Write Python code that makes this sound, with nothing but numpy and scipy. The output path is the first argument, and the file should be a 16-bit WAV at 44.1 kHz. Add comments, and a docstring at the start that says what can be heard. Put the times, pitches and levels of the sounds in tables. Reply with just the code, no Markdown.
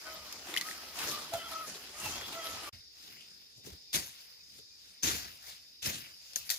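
"""A far rooster crows hoarsely over buzzing cicadas as someone starts pulling and slashing garden weeds.
Stiff leaves and stalks crackle with tiny cracks, roots tear the soil, footsteps thud, stems snap and ring.
After a short silence the work is heard from a second spot: the rooster is gone, the crickets' thin
trills come forward and a far bird whistles softly."""
import sys
import numpy as np
from scipy import signal
from scipy.io import wavfile

SR = 44100
rng = np.random.default_rng(int(sys.argv[2]) if len(sys.argv) > 2 else 0)


def bounce(signal):
    """Save signal as a 16-bit WAV file at the path given by the first command-line argument."""
    frames = np.transpose(np.atleast_2d(signal))
    limited = np.clip(frames, -1, 1)
    pcm = np.round(limited * 32767).astype(np.int16)
    wavfile.write(sys.argv[1], SR, pcm)


N = 290178
SWITCH_S = 2.715   # cut from the first spot to the second
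STEP = 32   # samples between points of the slow gains
BAND_EDGES_HZ = 42 * 2 ** (np.arange(23) * .392)
BAND_HZ = np.sqrt(BAND_EDGES_HZ[1:] * BAND_EDGES_HZ[:-1])


def from_db(db):
    """Decibels to gain."""
    return np.exp(np.asarray(db) * (np.log(10) / 20))


def rms_one(x):
    """Scale to unit power."""
    return x / np.sqrt(np.mean(x ** 2) + 1e-20)


def at_hz(points, hz, column=1):
    """Read a curve on a log-frequency axis."""
    points = np.array(points)
    return np.interp(np.log(hz), np.log(points[:, 0]), points[:, column])


def by_spot(pair):
    """First value before the cut, second after."""
    cut = int(SWITCH_S * SR)
    return np.repeat(np.asarray(pair, float), [cut, N - cut])


def drift(rate_hz):
    """Smooth random modulation of unit power."""
    r = np.exp(-80 * np.pi * rate_hz / SR)
    slow = signal.lfilter([1], [1, -2 * r, r * r], rng.standard_normal(N // 40 + 2002))[2000:]
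    return np.interp(np.arange(N) / 40, np.arange(len(slow)), rms_one(slow))


def resonate(x, hz, width_hz):
    """Two-pole resonance, unity gain at the peak."""
    r = np.exp(-np.pi * width_hz / SR)
    poles = [1, -2 * r * np.cos(2 * np.pi * hz / SR), r * r]
    return signal.lfilter(np.array([1, 0, -1]) * (1 - r * r) / 2, poles, x)


def share_db(spectrum):
    """Level of each band as a share of the whole."""
    inside = (BAND_HZ > spectrum[0][0]) & (BAND_HZ < spectrum[-1][0])
    power = from_db(2 * at_hz(spectrum, BAND_HZ)) * BAND_HZ * inside + 1e-9
    return 10 * np.log10(power / power.sum())


def noise_band(noises, k):
    """Band k at unit power; neighbouring bands alternate between two noises."""
    sos = signal.butter(2, BAND_EDGES_HZ[k:k + 2], "band", fs=SR, output="sos")
    return rms_one(signal.sosfilt(sos, noises[k % 2]))


def ears(direct, scattered, alike, pan_db):
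    """Direct sound reaches the two microphones at different times; scattered sound is each one's own."""
    cut = int(SWITCH_S * SR)
    right = np.concatenate([np.roll(direct[:cut], -3), np.roll(direct[cut:], 20)])   # lag in samples
    both = np.sqrt(alike) * np.array([direct, right]) + np.sqrt(1 - alike) * scattered
    lean = from_db(pan_db / 2)
    return np.array([both[0] * lean, both[1] / lean])


# Stereo image at each spot: (frequency [Hz], left-right likeness [0-1], pan to the left [dB])
STEREO_IMAGE = [
    [(100, 0.92, -2), (690, 0.9, 2.5), (2500, 0.05, 1), (8000, 0.11, 0.2)],
    [(100, 0.83, -2), (700, 0.59, 4), (2390, 0.61, 0.5), (5070, 0.28, 2.5), (12900, 0.083, 4.5)],
]


def place_band(band, hz):
    """Give one band its width and pan at each spot."""
    alike, pan_db = [by_spot([at_hz(spot, hz, column) for spot in STEREO_IMAGE]) for column in (1, 2)]
    return ears(band[0], band[1:], alike, pan_db)


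# Tone of the still air: (frequency [Hz], density [dB])
AIR_SPECTRUM = [(35, -27), (60, 4), (120, -11), (400, -9.5), (1200, -18), (2500, -11), (5000, -1),
                (9000, -14), (16000, -15.5)]


def still_air(spot_db):
    """A soft noise bed whose bands each waver on their own."""
    noises, out = rng.standard_normal((2, 3, N)), 0
    for k, band_db in enumerate(share_db(AIR_SPECTRUM)):
        gain = from_db(by_spot(spot_db) + band_db + 2 * drift(3))
        out += place_band(gain * noise_band(noises, k), BAND_HZ[k])
    return out


# Cricket voices: (pitch [Hz], chirp rate [1/s], level at the second spot [dB])
CRICKET_VOICES = [(3638, 15, -69), (3925, 16, -68), (4247, 14, -76)]


def crickets(spot_trim_db):
    """Thin, unevenly chirped tones that come and go."""
    out = 0
    for hz, rate, db in CRICKET_VOICES:
        chirp = 1 + .45 * np.sin(2 * np.pi * np.cumsum(rate * (1 + .25 * drift(3))) / SR)
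        phase = 2 * np.pi * np.cumsum(hz * (1 + .002 * drift(8))) / SR
        tone = np.sin(phase + rng.uniform(0, 2 * np.pi, (2, 1)))
        wander_db = 2.5 * drift(4) + 1.5 * np.array([drift(5), drift(5)])
        out += tone * chirp * from_db(db + wander_db + by_spot(spot_trim_db))
    return out


def cicadas(hz, width_hz, throb_hz, depth, spot_db):
    """Throbbing noise rings in one body resonance."""
    throb = 1 + depth * np.sin(2 * np.pi * np.cumsum(throb_hz * (1 + 0.0186 * drift(0.53))) / SR)
    buzz = resonate(resonate(rng.standard_normal((2, N)) * throb, hz, width_hz), hz, width_hz)
    return rms_one(buzz) * from_db(by_spot(spot_db) + drift(2.3))


# Clear pips: (time [s], level [dB], pitch [Hz], length [s], pan to the left [dB])
CLEAR_PIPS = [(0.133, -48.5, 13600, 0.022, 8), (0.047, -48.5, 1500, 0.061, 10),
              (3.385, -75, 2306, 0.044, -6), (3.87, -71.5, 2390, 0.065, -11),
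              (4.39, -81.5, 2510, 0.039, -40.5), (4.683, -72.5, 2430, 0.088, -9)]


def whistles_and_rings():
    """Soft whistles of a far bird and faint high rings, each a sine faded in and out."""
    t, out = np.arange(N) / SR, np.zeros((2, N))
    for s, db, hz, length, pan_db in CLEAR_PIPS:
        on = slice(round(s * SR), round((s + length) * SR))
        note = np.sin(np.pi * (t[on] - s) / length) * np.sin(2 * np.pi * hz * t[on])
        out[:, on] += note * from_db(db + np.array([[.5], [-.5]]) * pan_db)
    return out


# Crow syllables: (time [s], length [s], attack [s], scoop from below [share of pitch], pitch [Hz],
# sag [Hz/s], first partial [dB], second partial [dB])
CROW_SYLLABLES = [(0.044, 0.25, 0.026, 0.11, 700.5, 407, -49, -51.5),
                  (0.598, 0.65, 0.027, 0.12, 661, 61.1, -67, -50.5),
                  (1.1, 0.11, 0.035, 0.024, 608.5, 50, -54, -42),
                  (1.32, 0.066, 0.017, 0.0072, 678, 100, -34, -46),
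                  (1.386, .11, 0.01, 0.0075, 685, 196, -57, -41.5),
                  (1.506, 0.16, 0.014, 0.015, 659, 151, -51.5, -46),
                  (1.924, 0.42, 0.033, .14, 675.6, 81.7, -56, -49),
                  (2.32, .3, 0.072, 0.0197, 671, 92.5, -47, -44.5),
                  (2.618, 0.081, .06, 0.0068, 620, 500, -59, -44.5)]
# Bright edge of the crow: (partial [number], level against the second partial [dB])
CROW_PARTIALS = [(3, -15), (4, -17), (5, -12)]
# Raspy overtone gliding above it: (time [s], length [s], from [Hz], to [Hz], level [dB])
CROW_GLIDES = [(.07, 0.2, 3190, 2870, -56), (1.34, 0.16, 3040, 3200, -49.5), (2.0, 0.17, 2725, 2690, -44),
               (2.08, 0.228, 3170, 3360, -43), (2.4, 0.25, 3230, 2880, -51)]


def rooster(jitter, flutter_db, hoarse, scoop_s, fade_db_per_s):
    """Partials on a wavering pitch; a hoarse throat and distant echoes break each one up on its own."""
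    out, waver = np.zeros(N), drift(20.3)
    rasp = [from_db(flutter_db * drift(6.2)) * (1 + hoarse * drift(70)) for _ in range(6)]

    def sing(s, length, attack, hz_at, partials):
        """Add one syllable: swell, fade, quick stop."""
        on = slice(round(s * SR), round((s + length) * SR))
        t = np.arange(on.stop - on.start) / SR
        phase = 2 * np.pi * np.cumsum(hz_at(t) * (1 + jitter * waver[on])) / SR
        gate = np.clip(np.minimum(t / attack, (length - t) / 0.016), 0, 1)
        fade = from_db(-fade_db_per_s * np.maximum(t - attack, 0))
        out[on] += gate * fade * sum(rasp[k][on] * from_db(db) * np.sin(k * phase) for k, db in partials)

    for s, length, attack, scoop, hz, sag, first_db, second_db in CROW_SYLLABLES:
        partials = [(1, first_db), (2, second_db)] + [(k, second_db + db) for k, db in CROW_PARTIALS]
        sing(s, length, attack, lambda t: hz * (1 - scoop * np.exp(-t / scoop_s)) - sag * t, partials)
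    waver += 2.2 * drift(90)   # the overtone is far less steady
    for s, length, from_hz, to_hz, db in CROW_GLIDES:
        sing(s, length, 0.038, lambda t: from_hz + (to_hz - from_hz) * t / length, [(1, db)])
    side_echoes = np.array([np.roll(out, 310), np.roll(out, 530)])
    return ears(out, side_echoes, alike=0.89, pan_db=0.66)


# Steady stir at each spot: (leaves [dB], soil [dB], stalk fullness [dB], thud [dB])
STEADY_STIR = [(-50, -64.5, -2, -23), (-114, -98, -6, 18)]
# Pulls, slashes, brushes and low footstep thuds: (time [s], attack [s], decay [dB/s], leaves [dB],
# soil [dB], stalk fullness [dB], thud [dB])
WORK_STROKES = [(.035, .045, 83, -55.5, -79, 26, -11), (.44, 0.11, 88, -41.5, -53.5, -0.5, -16),
                (.6, 0.065, 85, -38.5, -79, -10, -9), (0.928, 0.13, 67, -33.5, -48.5, -3.5, 0),
                (1.33, 0.0065, 219, -35.5, -50.5, -3, 10.5), (1.45, 0.056, 94, -41, -61, -5, 14),
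                (1.66, 0.015, 88, -40.5, -54.5, -7.5, -4), (1.958, .1, 58, -35.5, -49.5, -4.5, 7),
                (2.09, 0.089, 87, -48.5, -65, 8, 21), (2.25, 0.06, 64, -45, -55, 1.5, -12),
                (2.49, 0.015, 152, -52, -58.5, 2, 27), (2.38, 0.079, 20, -43, -59.5, -1, 11),
                (2.722, 0.013, 190, -54.5, -60, 4, 10.5), (2.899, 0.17, 32, -53, -63.5, -0.5, -11),
                (3.549, 0.032, 234, -61, -60, -24.5, 1), (3.63, 0.032, 157, -48, -50.5, -4, -6.5),
                (3.715, 0.0095, 206, -53, -61, -4, 18), (3.926, 0.03, 200, -26.5, -41.5, -4.5, -3),
                (4.18, 0.024, 131, -65, -86, -1, 4), (4.42, .17, 283, -55, -63, -5.5, -1),
                (4.7, 0.19, 95.5, -57.5, -75, -3.5, 3.5), (5.023, 0.016, 147, -30.5, -42.5, -3, -2),
                (5.038, 0.043, 113, -27.5, -40, -2.5, 2), (5.4, 0.098, 160, -45.5, -67.5, -1.5, 1.5),
                (5.818, .01, 150, -37, -61, -2.5, 5), (5.83, .035, 113.5, -30.5, -41.5, -4.5, -3),
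                (6.15, 0.29, 65.5, -50.5, -68.5, -2.5, 3), (6.357, 0.0033, 447, -28.5, -59, -12.5, -9),
                (6.499, 0.004, 350, -23.5, -64, -13.5, 5.5)]


def stroke_envelopes(settle_db=-19, settle_db_per_s=44, settled_full_db=0.5, settle_tone_s=0.12):
    """Strokes swell, fall and settle over the stir: (level, colour) in dB for leaves, then for soil."""
    t = np.arange(0, N, STEP) / SR
    start, attack, decay, leaves_db, soil_db, full_db, thud_db = np.transpose(WORK_STROKES)[:, :, None]
    same_spot = (t > SWITCH_S) == (start > SWITCH_S)
    swell = np.clip((t - start) / attack, 0, 1) * same_spot
    after = np.maximum(t - start - attack, 0)
    settling = from_db(settle_db - settle_db_per_s * after)
    leaves = swell ** 0.83 * from_db(leaves_db) * np.hypot(from_db(-decay * after), settling)
    soil = swell ** 1.82 * from_db(soil_db - 0.97 * decay * after)   # soil swells later
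    full_db = settled_full_db + (full_db - settled_full_db) * np.exp(-after / settle_tone_s)
    stir = np.array(STEADY_STIR)[(t > SWITCH_S).astype(int)].T
    out = []
    for k, (gain, colour_db) in enumerate([(leaves, full_db), (soil, thud_db)]):
        stir_power = from_db(2 * stir[k])
        power = (gain ** 2).sum(0) + stir_power
        blend_db = ((gain ** 2 * colour_db).sum(0) + stir_power * stir[k + 2]) / power   # loudest leads
        out.append((10 * np.log10(power), blend_db))
    return out


# Tone of stiff leaves at each spot: (frequency [Hz], density [dB])
LEAF_SPECTRA = [
    [(290, -1), (500, -12.5), (855, 2), (1030, -6), (1190, -2), (1690, -4), (2500, -2), (7860, -7),
     (14500, -15), (16000, -25)],
    [(290, -43), (500, -11), (988, -11), (1740, -6), (3300, -1.5), (4280, -5.5), (6610, -5), (7980, -9),
     (14900, -12.5), (16000, -15)],
]
# Tone of tearing soil at each spot: (frequency [Hz], density [dB])
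SOIL_SPECTRA = [
    [(21, -44), (35, 5.5), (590, 3.5), (645, -18), (1040, -10), (1200, -30), (1560, -61), (2640, -120)],
    [(21, -37), (35, -14), (64, 2.5), (247, -3), (396, -8), (1200, -21), (1560, -62), (2640, -120)],
]


def weeds(cracks_per_s, spread_db, clump_db, patchy_db):
    """Countless tiny cracks, clumped, coloured band by band by leaf, stalk and soil."""
    (leaves_db, full_db), (soil_db, thud_db) = stroke_envelopes()
    sizes = from_db(spread_db * np.minimum(rng.exponential(1, (2, 1, N)), 5) + clump_db * drift(51))
    cracks = (rng.random((2, 1, N)) < cracks_per_s / SR) * sizes
    smear = signal.lfilter([.05], [1, -.95], cracks ** 2)   # scattered copies trail each crack
    grains = rng.standard_normal((2, 3, N)) * np.sqrt(smear / smear.mean() + 0.5)
    leaf_eq = np.array([share_db(spot) for spot in LEAF_SPECTRA])
    soil_eq = np.array([share_db(spot) for spot in SOIL_SPECTRA])
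    out = 0
    for k, hz in enumerate(BAND_HZ):
        stalks = np.clip(np.log(6000 / hz) / np.log(2.2), 0, 1) * full_db   # fill in below the leaves
        thud = np.clip(np.log2(170 / hz), 0, 1) * thud_db
        leaves = from_db(leaves_db + stalks + by_spot(leaf_eq[:, k])[::STEP])
        soil = from_db(soil_db + thud + by_spot(soil_eq[:, k])[::STEP])
        gain = np.hypot(leaves, soil) * from_db(patchy_db * drift(9.6)[::STEP])
        gain = np.interp(np.arange(N) / STEP, np.arange(len(gain)), gain)
        out += place_band(gain * noise_band(grains, k), hz)
    return out


# Breaking stems, plus two hollow knocks with a low ring near 400 Hz at 3.672 s and 4.59 s: (time [s], level
# [dB], ring [Hz], 60 dB decay [s], splintering [0-1], # pan to the left [dB])
STEM_BREAKS = [(.325, -26.5, 5200, 0.053, 0.6, 0), (.54, -27, 3540, .02, 0, 4),
               (.612, -23.5, 4200, 0.032, 0.28, 1), (0.541, -25.5, 2100, 0.01, 0, -3),
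               (.550, -32, 2110, 0.024, 0.1, -4), (0.564, -18.5, 1940, 0.031, 0.25, 2),
               (0.573, -16, 3030, 0.023, 0.06, 3.5), (.579, -20, 2075, 0.089, 1, 0),
               (.611, -22, 1970, 0.079, 0.83, 0.5), (.669, -34, 2500, .02, 0.4, 0),
               (0.687, -28.5, 1870, 0.011, 0.09, 0), (0.711, -29.5, 1840, .025, 0.37, 0),
               (0.989, -25, 2570, 0.13, 1, 1), (1.338, -22.5, 793, 0.022, 0, -1),
               (1.68, -32.5, 606, 0.037, 0.34, 0), (2.059, -29, 866, 0.079, 0.4, -2),
               (2.47, -33, 3890, 0.047, 0, -3), (3.208, -40, 2920, 0.034, 0, 1),
               (3.665, -38, 4570, 0.027, 0.9, 5), (3.672, -41, 373, 0.07, 0, 0),
               (4.59, -47, 430, 0.061, 0.08, 0), (5.49, -48, 5000, 0.039, .8, 2),
               (3.931, -25, 4700, 0.028, 0.55, 6), (3.946, -22.5, 2280, 0.06, 0.63, 3),
               (5.033, -17.5, 6190, 0.039, 0.08, 7), (5.861, -25, 5170, 0.078, 0.02, 3),
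               (5.829, -32, 5000, .03, .6, 3), (6.334, -37, 5230, .02, 0.7, 7),
               (6.355, -48, 6000, .015, .6, 6), (6.359, -23, 6400, 0.022, 0, 16),
               (6.361, -36, 1560, 0.036, 0.3, 10), (6.493, -23, 4660, 0.028, 0.47, 7),
               (6.502, -16.5, 4270, 0.014, 0.27, 9), (6.511, -26, 1900, 0.049, 0.9, 2)]


def stem_snaps():
    """A sharp click and a dying puff of noise: through the stem's narrow ring, and as broad splintering."""
    out, pan = np.zeros((3, N)), np.zeros(N)
    t = np.arange(2600) / SR
    broad = signal.butter(1, [2500, 9000], "band", fs=SR, output="sos")
    click = 1 + 2 * np.exp(-t / .001)
    for s, db, hz, t60, splinter, pan_db in STEM_BREAKS:
        puff = rng.standard_normal((3, len(t)))
        envelope = from_db(-60 * t / t60) * np.minimum(t / 0.00021, 1)
        ring = rms_one(resonate(resonate(puff, hz, 0.39 * hz), hz, 0.39 * hz))
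        ring += 1.07 * np.sin(2 * np.pi * hz * t)
        crack = signal.sosfilt(broad, envelope * puff[:, ::-1] * click)
        snap = resonate(envelope * ring, hz, hz) + (0.46 + 3 * splinter) * crack
        snap *= from_db(db) / np.abs(snap).max(1, keepdims=True)
        i = round(s * SR)
        out[:, i:i + len(t)] += snap[:, :N - i]
        pan[i:] = pan_db
    return ears(out[0], out[1:], alike=0.42, pan_db=pan)


# Fader dip to near silence between the spots: (time [s], level [dB])
CUT_FADER = [(2.692, 0), (2.695, -16), (2.71, -45), (2.723, -34), (2.728, 0)]


def scene():
    """The garden and the weeding, heard from two spots in turn."""
    garden = still_air(spot_db=(-52.5, -62))
    garden += crickets(spot_trim_db=(-8, 0))
    garden += cicadas(hz=4980, width_hz=720, throb_hz=31.5, depth=0.16, spot_db=(-56.5, -57.5))
    garden += whistles_and_rings()
    garden += rooster(jitter=.012, flutter_db=3.0, hoarse=0.45, scoop_s=0.069, fade_db_per_s=39)
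    garden += weeds(cracks_per_s=2500, spread_db=2.5, clump_db=-1.5, patchy_db=2.5)
    garden += stem_snaps()
    fader_db = np.interp(np.arange(N) / SR, *np.transpose(CUT_FADER))
    return garden * from_db(fader_db)


def record(dry):
    """A narrow dip in the treble near 8 kHz, a rumble filter, then a steep top cut."""
    dipped = dry - 0.53 * resonate(dry, hz=8210, width_hz=1900)
    low_cut = signal.butter(2, 50, "high", fs=SR, output="sos")
    top_cut = signal.cheby2(14, 70, 16328, fs=SR, output="sos")
    return signal.sosfilt(top_cut, signal.sosfilt(low_cut, dipped))


dry = scene()
out = record(dry)
bounce(out)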